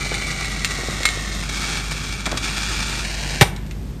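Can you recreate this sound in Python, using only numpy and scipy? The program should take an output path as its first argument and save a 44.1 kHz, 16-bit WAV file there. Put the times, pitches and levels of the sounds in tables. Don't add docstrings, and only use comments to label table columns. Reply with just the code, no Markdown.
import sys
import numpy as np
from scipy import signal
from scipy.fft import rfft, irfft
from scipy.io import wavfile
from scipy.ndimage import map_coordinates

SR = 44100
rng = np.random.default_rng(int(sys.argv[2]) if len(sys.argv) > 2 else 0)


def file_out(sig):
    cols = np.atleast_2d(sig).T
    lim = np.clip(cols, -1, 1)
    pcm = np.round(lim * 32767).astype(np.int16)
    wavfile.write(sys.argv[1], SR, pcm)


N = 176400

# (time [s], level [dB])
VIGOUR = [(0, -26), (.15, -27), (.45, -26.5), (.6, -28.5), (.95, -27), (1.25, -29), (1.42, -27.5),
          (1.485, -31.5), (1.53, -27.5), (1.7, -23.5), (1.78, -26), (1.84, -30), (2.08, -29), (2.22, -33),
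          (2.41, -33.5), (2.445, -21), (2.48, -25.5), (2.88, -24.5), (3.0, -26), (3.08, -28), (3.4, -29)]
# (time [s], hold [s], level [dB])
SPURTS = [(0.303, 0.015, -28.5), (0.705, 0.016, -24.5), (1.492, 0.006, -23), (1.769, 0.012, -28),
          (1.909, 0.015, -22), (2.124, .007, -25), (2.255, 0.011, -20), (2.313, 0.006, -21),
          (2.371, 0.0087, -19), (2.578, 0.0042, -22.5), (3.048, 0.0097, -25)]
# (delay [s], gain [ratio])
DISH_ECHOES = [(.00193, -0.2), (.0027, -0.04), (.00405, -0.065)]
# (time [s], pitch [Hz], level [dB])
PUFFS = [(.0625, 600, -19.5), (0.1177, 460, -13.5), (.788, 450, -18.5), (.835, 415, -20),
         (0.8855, 434, -13), (1.006, 515, -17.5), (1.173, 456, -17.5), (1.918, 760, -19),
         (2.2693, 1020, -11), (2.277, 736, -15), (2.3284, 710, -11), (2.3427, 750, -17)]
# (time [s], hold [s], level [dB])
FLUTTERS = [(0.113, 0.034, -30), (0.777, 0.041, -33), (0.882, 0.055, -35.5), (2.264, 0.012, -24.5),
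            (2.287, 0.037, -37), (2.315, 0.04, -28.5)]
# (time [s], level [dB], relative ring [dB], relative scatter [dB], low cut [Hz])
SNAPS = [(0.142, -13, -19.5, -6, 500), (.446, -13, -23.5, -7.5, 500), (.6472, 5.5, -45, -19.5, 1514),
         (.651, -1.5, -46, -9.5, 3000), (1.033, -3, -36, -15, 1500), (1.0539, 2.5, -25.5, -7.5, 450),
         (1.0554, -1, -50, -17, 700), (1.0893, 0.5, -55, -22, 3000), (1.493, -10, -45, -21, 500),
         (2.2643, -11, -34, -14, 500), (2.908, -15, -37, -25, 500), (3.563, -20, -34, -6.5, 3000),
         (3.664, -27, -40, -10, 1000), (3.711, -19.5, -37, -10.5, 1000)]
# (frequency [Hz], level [dB], T60 [s])
GLASS_MODES = [(2159, 9.5, 0.22), (3040, -9, 0.54), (3634, 3, 0.087), (3965, 1, 0.21), (4430, -5, 0.19),
               (7430, -0.5, 0.099), (8830, -1, 0.21)]
HUM_DB = (-30.5, -45.5, -47, -47)
# (time [s], gain [dB])
HUM_SWELL = [(0, -0.5), (1.4, 0.5), (2.7, 0.5), (3.4, 1), (4, -2.5)]

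# (frequency [Hz], relative level [dB])
SIZZLE_SPECTRUM = [(120, -7.5), (300, -2), (600, -1), (1000, -2), (1500, 0.5), (2500, -3), (4200, -1),
                   (7000, -5), (9000, -11.5), (9800, -11), (10500, -33), (11700, -43), (12500, -15),
                   (13200, -29)]
FLAME_SPECTRUM = [(100, 3.5), (300, 5.5), (600, -5), (900, -6.5), (1500, -1.5), (2500, -13), (4000, -28),
                  (10000, -32)]
SNAP_SPECTRUM = [(200, -5), (900, -6.5), (1300, 1), (1700, 3.5), (2500, 7.5), (3700, 2.5), (5500, -3),
                 (7500, -3.5), (9300, -8), (10800, -21), (14000, -11)]
POP_SPECTRUM = [(30, -5), (70, 2.5), (250, 4), (600, -2.5), (1300, -2.5), (2300, -1.5), (3300, -5),
                (5500, -12), (9000, -13.5), (11000, -16.5), (12600, -17)]
TAIL_SPECTRUM = [(80, -8.5), (250, -4), (700, 0.5), (1200, 0), (2500, -2.5), (6000, -3.5), (9500, 1.5),
                 (12500, -0.5)]
RUMBLE_SPECTRUM = [(20, -13.5), (48, -1), (70, -0.5), (100, -1.5), (150, -1.5), (210, -3), (300, -11),
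                   (450, -17.5), (700, -23.5), (1500, -28.5), (4000, -33), (9000, -38.5), (11000, -39),
                   (12500, -36.5)]
HISS_SPECTRUM = [(20, 14), (11500, -12), (13000, -14), (14000, -46)]
# (frequency [Hz], gain [dB])
BAND_SHAPE = [(20, -25), (45, 0), (9300, -1.5), (10700, -12.5), (11700, -9), (12700, 3.5), (13400, -50),
              (16000, -55)]

# (centre [Hz], width [Hz], gain [dB])
COLOUR_1_PEAKS = [(755, 23, 8), (883, 200, -6.5), (1130, 81, 4.5), (1740, 70, -9), (1946, 103, 9.5),
                  (2196, 164, 6.5), (2420, 44, -7), (2680, 90, 2), (3000, 48, -9), (3220, 64, -9),
                  (3880, 400, 2), (4820, 180, -4)]
COLOUR_2_PEAKS = [(593, 236, -6.5), (820, 110, 0.5), (990, 70, -4), (1500, 160, 2), (1970, 85, -4),
                  (2300, 104, 7.5), (2550, 210, 5.5), (2945, 120, -4.5), (3420, 160, 3.5)]
COLOUR_3_PEAKS = [(834, 120, 0), (1260, 113, -14), (2370, 810, 4.5), (3200, 130, 0), (3490, 150, -8),
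                  (4230, 300, 2.5)]
RIM_PEAKS = [(8000, 200, -2), (8750, 220, 5)]
SNAP_PEAKS = [(2190, 120, 1.5), (3020, 210, -8.5), (3990, 280, 4), (4900, 200, -2), (6990, 300, 3),
              (7950, 200, -5)]
POP_PEAKS = [(316, 32, -5), (418, 37, 5.5), (520, 27, -2), (596, 47, 6.5), (700, 37, -11), (790, 54, 9),
             (957, 25, 7.5), (1156, 30, 6), (1190, 38, -6.5), (1586, 96, 1), (1780, 37, 5), (1906, 39, 4),
             (2035, 24, 6), (2140, 45, 1.5), (2350, 60, 2), (2402, 60, 2), (2645, 43, 4.5)]
# (centre [Hz], width [Hz], gain [dB])
ROOM_PEAKS = [(144.3, 13, 4.5), (401, 31, 2)]

CUTS_S, POP_S = (1.43, 3.03), 3.4108
DRIFT_PER_S = (-.085, .033, .001)
TIME_S = np.arange(N) / SR


def undb(db):
    return 10 ** (np.asarray(db) / 20)


def unit(x):
    return x / np.sqrt(np.mean(x ** 2))


def colour(x, spectrum=((1, 0),), peaks=()):
    bins_hz = np.arange(N + 1) * SR / (2 * N)
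    hz, db = np.array(spectrum).T
    curve_db = np.interp(np.log(bins_hz + 1), np.log(hz), db)
    curve_db += sum(gain * np.exp(-((bins_hz - centre) / width) ** 2) for centre, width, gain in peaks)
    cepstrum = irfft(np.log(undb(curve_db)))
    cepstrum[1:N] *= 2
    cepstrum[N + 1:] = 0
    return irfft(rfft(x, 2 * N) * np.exp(rfft(cepstrum)))[:N]


def noise(spectrum, peaks=()):
    return unit(colour(rng.standard_normal(N), spectrum, peaks))


def walk(rate_hz):
    knots = rng.standard_normal(4096)
    return np.interp(TIME_S * rate_hz, np.arange(len(knots)), knots)


def gate(start_s, hold_s, attack_s, release_s):
    age_s = TIME_S - start_s
    return np.clip(age_s / attack_s, 0, 1) * np.exp(-np.maximum(age_s - hold_s, 0) / release_s)


def glide(x, drift_per_s, centre_s):
    read_s = TIME_S + drift_per_s * (TIME_S - centre_s) ** 2 / 2
    return map_coordinates(x, [read_s * SR], mode="mirror")


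def add(out, start_s, sound):
    i = int(start_s * SR)
    out[i:i + len(sound)] += sound[:N - i]


def gas(bursts_per_s=2600, spread_db=2.5, hiss_db=-5.5):
    sizes = undb(spread_db * np.minimum(rng.exponential(size=N), 5)) * rng.choice([-1, 1], N)
    bursts = unit((rng.random(N) < bursts_per_s / SR) * sizes)
    direct = bursts + undb(hiss_db) * rng.standard_normal(N)
    return direct + sum(gain * np.interp(TIME_S - delay_s, TIME_S, direct, left=0)
                        for delay_s, gain in DISH_ECHOES)


def singing(start_hz=2322, width_hz=105, fade_s=0.7):
    band_hz = [start_hz - width_hz / 2, start_hz + width_hz / 2]
    bandpass = signal.butter(2, band_hz, "band", fs=SR, output="sos")
    tone = unit(signal.sosfilt(bandpass, rng.standard_normal(N)))
    return glide(tone, DRIFT_PER_S[0], centre_s=0) * np.exp(-(TIME_S / fade_s) ** 2)


def sizzle():
    source = gas()
    out = undb(-4.5) * singing()
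    edges_s = (0, *CUTS_S, POP_S)
    colours = (COLOUR_1_PEAKS, COLOUR_2_PEAKS, COLOUR_3_PEAKS)
    for start_s, end_s, peaks, drift in zip(edges_s, edges_s[1:], colours, DRIFT_PER_S):
        drifting = glide(colour(source, peaks=peaks), drift, (start_s + end_s) / 2)
        span = gate(start_s, end_s - start_s, attack_s=0.00072, release_s=0.0015)
        out += unit(colour(drifting, SIZZLE_SPECTRUM, RIM_PEAKS)) * span
    vigour = undb(np.interp(TIME_S, *np.array(VIGOUR).T) + 1.07 * walk(rate_hz=90))
    spurts = sum(undb(db) * gate(start_s, hold_s, attack_s=0.0024, release_s=0.0052)
                 for start_s, hold_s, db in SPURTS)
    return out * np.hypot(vigour, spurts)


def thump(age_s, start_hz=468, end_hz=115, glide_s=0.00294):
    cycles = end_hz * age_s + (start_hz - end_hz) * glide_s * (1 - np.exp(-age_s / glide_s))
    return np.sin(2 * np.pi * cycles) * gate(POP_S, hold_s=0.017, attack_s=0.00082, release_s=0.0046)


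def whistle(age_s, centre_hz=2390, fall_hz_per_s=62000, delay_s=0.012, width_s=0.005):
    offset_s = age_s - delay_s
    cycles = offset_s * (centre_hz - fall_hz_per_s * offset_s / 2)
    return np.sin(2 * np.pi * cycles) * np.exp(-(offset_s / width_s) ** 2)


def pop(attack_s=0.0004, burn_s=0.021):
    age_s = np.maximum(TIME_S - POP_S, 0)
    burning = np.minimum(age_s / attack_s, 1) * np.exp(-(age_s / burn_s) ** 4)
    roar = noise(POP_SPECTRUM) * burning
    crack = noise(SNAP_SPECTRUM) * gate(POP_S, hold_s=0.0019, attack_s=0.00024, release_s=0.00078)
    chirp = whistle(age_s) * burning
    return undb(-5) * roar + undb(-3.5) * crack + undb(-6.5) * thump(age_s) + undb(-16) * chirp


def snaps(scatter_decay_s=0.007):
    age_s = TIME_S[:SR]
    glass = sum(undb(db) * np.sin(2 * np.pi * hz * age_s) * undb(-60 * age_s / t60_s)
                for hz, db, t60_s in GLASS_MODES)
    scatter = np.exp(-age_s[:SR // 10] / scatter_decay_s)
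    clicks, rings = np.zeros(N), np.zeros(N)
    for start_s, db, ring_db, scatter_db, cut_hz in SNAPS:
        click = undb(scatter_db) * rng.standard_normal(len(scatter)) * scatter
        click[0] = undb(8)
        highpass = signal.butter(1, cut_hz, "high", fs=SR)
        add(clicks, start_s, undb(db) * signal.lfilter(*highpass, click))
        add(rings, start_s, undb(db + ring_db) * glass)
    return colour(clicks, SNAP_SPECTRUM, SNAP_PEAKS) + rings


def flame(puff_width_cycles=0.43):
    flutters = sum(undb(db) * gate(start_s, hold_s, attack_s=0.0059, release_s=0.013)
                   for start_s, hold_s, db in FLUTTERS)
    out = noise(FLAME_SPECTRUM) * flutters
    for start_s, hz, db in PUFFS:
        cycles = hz * TIME_S[:SR // 20]
        window = np.exp(-((cycles - .5) / puff_width_cycles) ** 2)
        add(out, start_s, undb(db) * np.sin(2 * np.pi * cycles) * window)
    return out


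def reverb(x, split_hz=3000, low_t60_s=0.56, high_t60_s=0.28):
    white = rng.standard_normal(N)
    low = signal.sosfilt(signal.butter(2, split_hz, fs=SR, output="sos"), white)
    low_decay = gate(0.011, hold_s=0, attack_s=0.016, release_s=low_t60_s / np.log(1000))
    high_decay = gate(0.0048, hold_s=0, attack_s=0.006, release_s=high_t60_s / np.log(1000))
    tail = low * low_decay + undb(5) * (white - low) * high_decay
    wet = signal.fftconvolve(x, tail / np.linalg.norm(tail))[:N]
    return colour(wet, TAIL_SPECTRUM)


def ventilation():
    return noise(RUMBLE_SPECTRUM, ROOM_PEAKS) * undb(-32.5 + 0.74 * walk(rate_hz=9))


def hum(mains_hz=50.1):
    phase = 2 * np.pi * mains_hz * TIME_S
    harmonics = np.sqrt(2) * sum(undb(db) * np.sin(k * phase) for k, db in enumerate(HUM_DB, 1))
    swell_db = np.interp(TIME_S, *np.array(HUM_SWELL).T) + 0.56 * walk(rate_hz=4.24)
    return harmonics * undb(swell_db)


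def scene():
    fizz = sizzle() + flame() + snaps()
    bang = pop()
    direct = fizz + colour(bang, peaks=POP_PEAKS)
    return (direct + undb(-10) * reverb(fizz + bang) + ventilation() + hum())[None]


def record(dry):
    hiss = undb(-65) * noise(HISS_SPECTRUM)
    clipped = np.clip(colour(dry[0], BAND_SHAPE) + hiss, -1, 1)
    lowpass = signal.ellip(8, .2, 70, 15900, fs=SR, output="sos")
    return signal.sosfilt(lowpass, clipped)[None]


dry = scene()
out = record(dry)
file_out(out)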